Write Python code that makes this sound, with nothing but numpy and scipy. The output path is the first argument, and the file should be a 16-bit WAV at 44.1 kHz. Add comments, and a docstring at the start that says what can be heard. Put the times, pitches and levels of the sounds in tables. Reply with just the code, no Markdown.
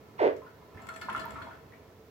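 """A young alligator chirps once in a bathtub: the pulses of its larynx ring its throat, plunging
from a squeak to a rattle, and the tub booms. Then the shallow water stirs: small bubbles gurgle,
dull thuds swell, light scrapes ring the tub's hard shell, and there is one sharp click.
A low room rumble lies under it all."""
import sys
import numpy as np
from scipy import signal
from scipy.fft import rfft, irfft
from scipy.io import wavfile

SR = 44100
rng = np.random.default_rng(int(sys.argv[2]) if len(sys.argv) > 2 else 0)


def wav_out(sig):
    """Save sig, one row per channel (or a flat mono array), as 16-bit PCM at SR to the path in sys.argv[1]."""
    wavfile.write(sys.argv[1], SR, np.round(np.clip(np.atleast_2d(sig).T, -1, 1) * 32767).astype(np.int16))


N = 92610

# Pitch dive and effort of the larynx: time_s, pulse_rate_hz, strength_db
CHIRP_CURVE = [(0.18, 1490, -33.5), (0.194, 984, -15.5), (.203, 723, -11.5), (0.212, 551, -13.5),
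               (.218, 401.6, -6.5), (0.239, 251, -5), (0.2545, 182.5, -2.5), (0.263, 150.5, -6.5),
               (0.2737, 129.6, 0.5), (.2876, 79.3, -12)]
# Tone of the throat: frequency_hz, gain_db
THROAT_EQ = [(60, -62.5), (150, -14.5), (230, -14), (310, -1), (420, 6.5), (600, 4), (790, -7.5), (930, -6),
             (1250, -17), (1950, -15), (2700, -26.5), (4200, -38), (5200, -42.5), (6500, -54), (8500, -57),
             (15000, -74)]
# Early echoes off the tub walls: delay_s, left_gain, right_gain
WALL_ECHOES = [(.0021, .15, .06), (.0123, 0.35, 0.12), (.0185, 0.23, 0.11), (.0315, 0.31, 0.2),
               (0.0402, .12, 0.14), (0.0505, 0.087, 0.088)]
# Boomy air resonances of tub and bathroom: pitch_hz, gain_db, t60_s
AIR_MODES = [(284, 0, .35), (388, -3, .35), (437, -1, .42), (486, -1, .38), (538, -1, .35), (578, -3, .32),
             (629, -2, .35), (685, -7, .3), (858, -5, .28), (917, -6, .28), (984, -5, .28)]
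# Single bubbles, each 20 dB down after its length: start_s, pitch_hz, level_db, length_s
BUBBLE_HITS = [(0.418, 1012, -46.5, 0.052), (0.464, 1424, -49.5, 0.048), (0.622, 950, -48, 0.022),
               (0.772, 1710, -45.5, 0.014), (0.778, 2060, -49.5, 0.022), (.89, 1370, -36, .02),
               (1.019, 1386, -37, 0.024), (1.085, 983, -26.5, 0.016), (1.091, 1357, -26, 0.0075),
               (1.148, 1347, -22.5, 0.011), (1.164, 1388, -50, 0.014), (1.165, 1018, -35.5, 0.015),
               (1.243, 1311, -30, 0.017), (1.254, 933, -36.5, 0.032), (1.357, 1288, -38, 0.032),
               (1.383, 1096, -42.5, 0.038), (1.416, 1393, -35.5, 0.018), (1.469, 940, -37.5, 0.021),
               (1.508, 1416, -46.5, 0.051), (1.721, 1870, -51, 0.019), (1.733, 2187, -55, 0.032)]
# Ring of the tub's hard shell: pitch_hz, gain_db, t60_s
SHELL_MODES = [(208.7, 0.5, 0.14), (278, -2.5, 0.1), (652, 16, .7), (1308, 8, .45), (2638, 1, .35),
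               (3354, -2, .35), (929, -4.5, .25), (1001, -8, 0.067), (1055, -3.5, 0.16), (1371.4, 3, 0.28),
               (1748, 4, 0.1), (2146, 1, 0.11), (2920, -17.5, 0.124), (4266, 0, 0.16)]
# Short scrapes on the shell: start_s, level_db, decay_s, bright_spot_hz
SCRAPE_HITS = [(.363, -62, 0.013, 5740), (0.817, -56.5, 0.0078, 7400), (0.868, -47, 0.0036, 7860),
               (0.887, -41, 0.0046, 8200), (0.937, -54.5, 0.012, 6100), (0.96, -47.5, 0.0083, 7870),
               (1.012, -47.5, 0.017, 4640), (1.097, -49, 0.0076, 2780), (1.125, -52.5, 0.014, 10200),
               (1.161, -50, 0.011, 3280), (1.177, -50, 0.0055, 8200), (1.194, -46, 0.011, 4580),
               (1.305, -45, 0.004, 7700), (1.42, -52.5, 0.0049, 3670)]
# Tone of the scraping grit: frequency_hz, gain_db
SCRAPE_EQ = [(300, 1.5), (1500, 9.5), (3000, 6.5), (4500, -1), (6700, -4), (7550, 4), (8600, -14),
             (10200, 0), (12000, -6.5), (15500, -9.5)]
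# Swell of the stirring water: time_s, level_db
STIR_FADER = [(0, -59), (.7, -61.5), (.77, -51.5), (.92, -52.5), (1.0, -55), (1.1, -44.5), (1.18, -42),
              (1.3, -46.5), (1.42, -48), (1.52, -51.5), (1.62, -58), (1.8, -61), (2.1, -68.5)]
# Tone of the lapping: frequency_hz, gain_db
STIR_EQ = [(60, -42), (130, -5), (220, 2), (450, -1), (650, -0.5), (800, 1), (1050, 1), (1450, -5.5),
           (2000, -9.5), (4000, -19), (8000, -29), (15000, -40)]
# Dull thuds of moving water: peak_s, level_db, half_length_s
THUD_SWELLS = [(0.766, -49.5, 0.012), (1.206, -48, 0.039), (1.39, -56.5, 0.13)]
# Tone of the room rumble: frequency_hz, gain_db
RUMBLE_EQ = [(20, -30), (48, -23.5), (68, -3), (120, -2), (190, -9.5), (440, -10), (800, -18),
             (1500, -24.5), (3000, -31), (6000, -36), (9000, -44.5), (14000, -36.5)]

JITTER_CYCLES, SHIMMER_DB, RASP_DB = 0.011, -1.25, -29
TENSE_RATE_HZ, OVERTONE_HZ, OVERTONE_DB = 900, 2200, 2
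RIGHT_LEAD_S, BOOM_DB = 0.00031, 4
BUBBLE_RISE, BUBBLE_ATTACK_S, SPLASH_DB = 0.082, 0.002, -7
SCRAPE_ATTACK_S, BRIGHT_SPOT_DB = 0.0024, 8.5
CLICK_S, CLICK_HZ = 1.255, 13800
LAPS_PER_S = 2500
RUMBLE_DB, LOW_END_PAN_DB = -54.5, -3
ROOM_T60_S, ROOM_BUILD_S = 0.3, 0.005


def alligator_voice(t):
    """Slowing, slightly uneven pulses of the larynx ring the throat, each with a puff of rasp."""
    time_s, rate_hz, strength_db = np.array(CHIRP_CURVE).T
    rate = np.exp(np.interp(t, time_s, np.log(rate_hz)))
    cycles = np.cumsum(rate) / SR
    cycles -= np.interp(time_s[-1], t, cycles)  # zero at the closing pulse
    beats = -np.arange(-np.interp(time_s[0], t, cycles))
    jitter, shimmer = rng.standard_normal((len(beats), 2)).T
    pulse_times = np.interp(beats + JITTER_CYCLES * jitter, cycles, t)
    pulse_gains = undb(np.interp(pulse_times, time_s, strength_db) + SHIMMER_DB * shimmer)
    pulses = sum(gain * impulse(at) for at, gain in zip(pulse_times, pulse_gains))
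    effort = undb(np.interp(t, time_s, strength_db)) * (t > time_s[0]) * (t < time_s[-1])
    rasp = undb(RASP_DB) * effort * np.exp(-(cycles % 1) / 0.42) * rng.standard_normal(N)
    voice = undb(15.5) * convolve(pulses + rasp, eq_response(THROAT_EQ))
    tension = np.clip(rate / TENSE_RATE_HZ, 0, 1)  # a tight larynx has stronger overtones
    return voice + undb(OVERTONE_DB) * tension * low_cut(voice, OVERTONE_HZ, order=1)


def tub_acoustics(voice):
    """The voice, right of centre, slaps off the tub walls and sets the air booming."""
    direct = convolve(voice, np.array([impulse(RIGHT_LEAD_S), impulse(0)]))
    echoes = sum(np.outer([left, right], impulse(delay)) for delay, left, right in WALL_ECHOES)
    walls = convolve(direct, echoes)
    boom = undb(BOOM_DB) * ring(direct, AIR_MODES)
    return pan(-4.5) * (direct + walls + boom) + undb(-3.5) * bathroom(voice)


def bubbles(t):
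    """Each bubble rings briefly, rising in pitch, in a small splash; the shell rings along."""
    gurgle = np.zeros((2, N))
    for start, hz, db, length in BUBBLE_HITS:
        age = np.maximum(t - start, 0)
        pitch = hz * (1 + BUBBLE_RISE * np.minimum(age / length, 1))
        phase = 2 * np.pi * np.cumsum(pitch * (age > 0)) / SR
        splash = unit(steep_band(rng.standard_normal((2, N)), hz, width_hz=0.58 * hz))
        envelope = np.minimum(age / BUBBLE_ATTACK_S, 1) * np.exp(-np.log(10) * age / length)
        gurgle += undb(db) * envelope * (np.sin(phase) + undb(SPLASH_DB) * splash)
    return gurgle + undb(-2.5) * ring(gurgle, SHELL_MODES) + undb(1) * bathroom(gurgle)


def scrapes(t):
    """Brief gritty contacts, each with its own bright spot, leave the shell ringing."""
    noise = unit(eq(rng.standard_normal((2, N)), SCRAPE_EQ))
    grit = np.zeros((2, N))
    for start, db, decay, hz in SCRAPE_HITS:
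        age = np.maximum(t - start, 0)
        rub = undb(db) * np.minimum(age / SCRAPE_ATTACK_S, 1) * np.exp(-age / decay) * noise
        grit += rub + undb(BRIGHT_SPOT_DB) * band(rub, hz, width_hz=770)
    ringing = grit + undb(19) * ring(grit, SHELL_MODES)
    return pan(4.5) * (ringing + undb(-4) * bathroom(ringing))


def click():
    """One tiny, very bright snap to the right."""
    ping = band(impulse(CLICK_S), CLICK_HZ, width_hz=1800)
    snap = undb(-19) * low_cut(ping, 0.84 * CLICK_HZ, order=10)
    return pan(-12) * snap + undb(-5) * bathroom(snap)


def stirring_water(t):
    """A dense patter of small laps against the shell swells and settles."""
    mid, side = (rng.random(N) < LAPS_PER_S / SR) * rng.standard_normal((2, N))
    laps = eq(mid + undb(-3.5) * np.array([side, -side]), STIR_EQ)
    swell = undb(np.interp(t, *np.array(STIR_FADER).T))
    water = swell * unit(laps + undb(8.5) * ring(laps, SHELL_MODES))
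    return water + undb(-3) * bathroom(low_cut(water, hz=390, order=2))


def water_thuds(t):
    """The shifting water shakes the tub's lowest resonance."""
    push = sum(undb(db) * np.exp(-((t - peak) / half) ** 2) for peak, db, half in THUD_SWELLS)
    noise = low_cut(rng.standard_normal(N), hz=58, order=6)
    return pan(LOW_END_PAN_DB) * push * unit(steep_band(noise, hz=84, width_hz=75))


def room_rumble():
    """A steady bed of room noise coloured by the tub: narrow in the bass, wide in the treble."""
    mid, side = eq(rng.standard_normal((2, N)), RUMBLE_EQ)
    tub_hum = undb(5) * band(mid, hz=436, width_hz=42)  # an air resonance the noise keeps alive
    mid = mid + undb(-9.5) * ring(mid, AIR_MODES) + tub_hum
    side = low_cut(side, hz=1780, order=1)
    return undb(RUMBLE_DB) * pan(LOW_END_PAN_DB) * unit(np.array([mid + side, mid - side]))


def bathroom(x):
    """A short, diffuse reverb tail, different in each ear."""
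    t = np.arange(N) / SR
    build = 1 - np.exp(-(t / ROOM_BUILD_S) ** 2)
    tail = rng.standard_normal((2, N)) * np.exp(-np.log(1000) * t / ROOM_T60_S) * build
    return convolve(x, tail / np.sqrt(np.sum(tail ** 2) / 2))


def undb(db):
    """Decibels to gain."""
    return 10 ** (np.asarray(db) / 20)


def unit(x):
    """Scale to rms 1."""
    return x / np.sqrt(np.mean(x ** 2))


def pan(db):
    """Stereo gains, with the left db louder than the right."""
    return undb(np.array([[db], [-db]]) / 2)


def impulse(at_s, size=8):
    """A band-limited tick."""
    offset = np.arange(N) - at_s * SR
    tick, near = np.zeros(N), abs(offset) < size
    tick[near] = np.sinc(offset[near]) * np.sinc(offset[near] / size)
    return tick


def convolve(x, response):
    """Play x through an impulse response, per channel."""
    return signal.fftconvolve(np.atleast_2d(x), np.atleast_2d(response), axes=1)[:, :N]


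def band(x, hz, width_hz):
    """One resonance, gain 1 at its centre."""
    return signal.lfilter(*signal.iirpeak(min(hz, SR / 2 - 1), hz / width_hz, fs=SR), x)


def steep_band(x, hz, width_hz):
    """Two like resonances in series."""
    return band(band(x, hz, width_hz), hz, width_hz)


def ring(x, modes):
    """A bank of decaying modes."""
    return sum(undb(db) * band(x, hz, np.log(1000) / np.pi / t60) for hz, db, t60 in modes)


def low_cut(x, hz, order):
    """Roll off the lows."""
    return signal.sosfilt(signal.butter(order, hz, "high", fs=SR, output="sos"), x)


def eq_gains(curve, size):
    """An EQ curve as one gain per FFT bin."""
    hz, db = np.array(curve).T
    bin_hz = np.maximum(np.fft.rfftfreq(size, 1 / SR), 1)
    return undb(np.interp(np.log(bin_hz), np.log(hz), db))


def eq(x, curve):
    """Colour a noise with an EQ curve."""
    return irfft(rfft(x) * eq_gains(curve, N), N)


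def eq_response(curve, size=4096):
    """Minimum-phase impulse response of an EQ curve: it rings only after the hit."""
    cepstrum = irfft(np.log(eq_gains(curve, size)))
    cepstrum[1:size // 2] *= 2
    cepstrum[size // 2 + 1:] = 0
    return irfft(np.exp(rfft(cepstrum)))


def scene():
    """The chirp and the small sounds of the tub over a bed of water and rumble."""
    t = np.arange(N) / SR
    bed = room_rumble() + stirring_water(t) + water_thuds(t)
    return bed + scrapes(t) + bubbles(t) + click() + tub_acoustics(alligator_voice(t))


def record(dry):
    """A steep high cut at 15.8 kHz on the whole mix."""
    return signal.sosfilt(signal.ellip(10, .1, 80, 15800, fs=SR, output="sos"), dry)


dry = scene()
out = record(dry)
wav_out(out)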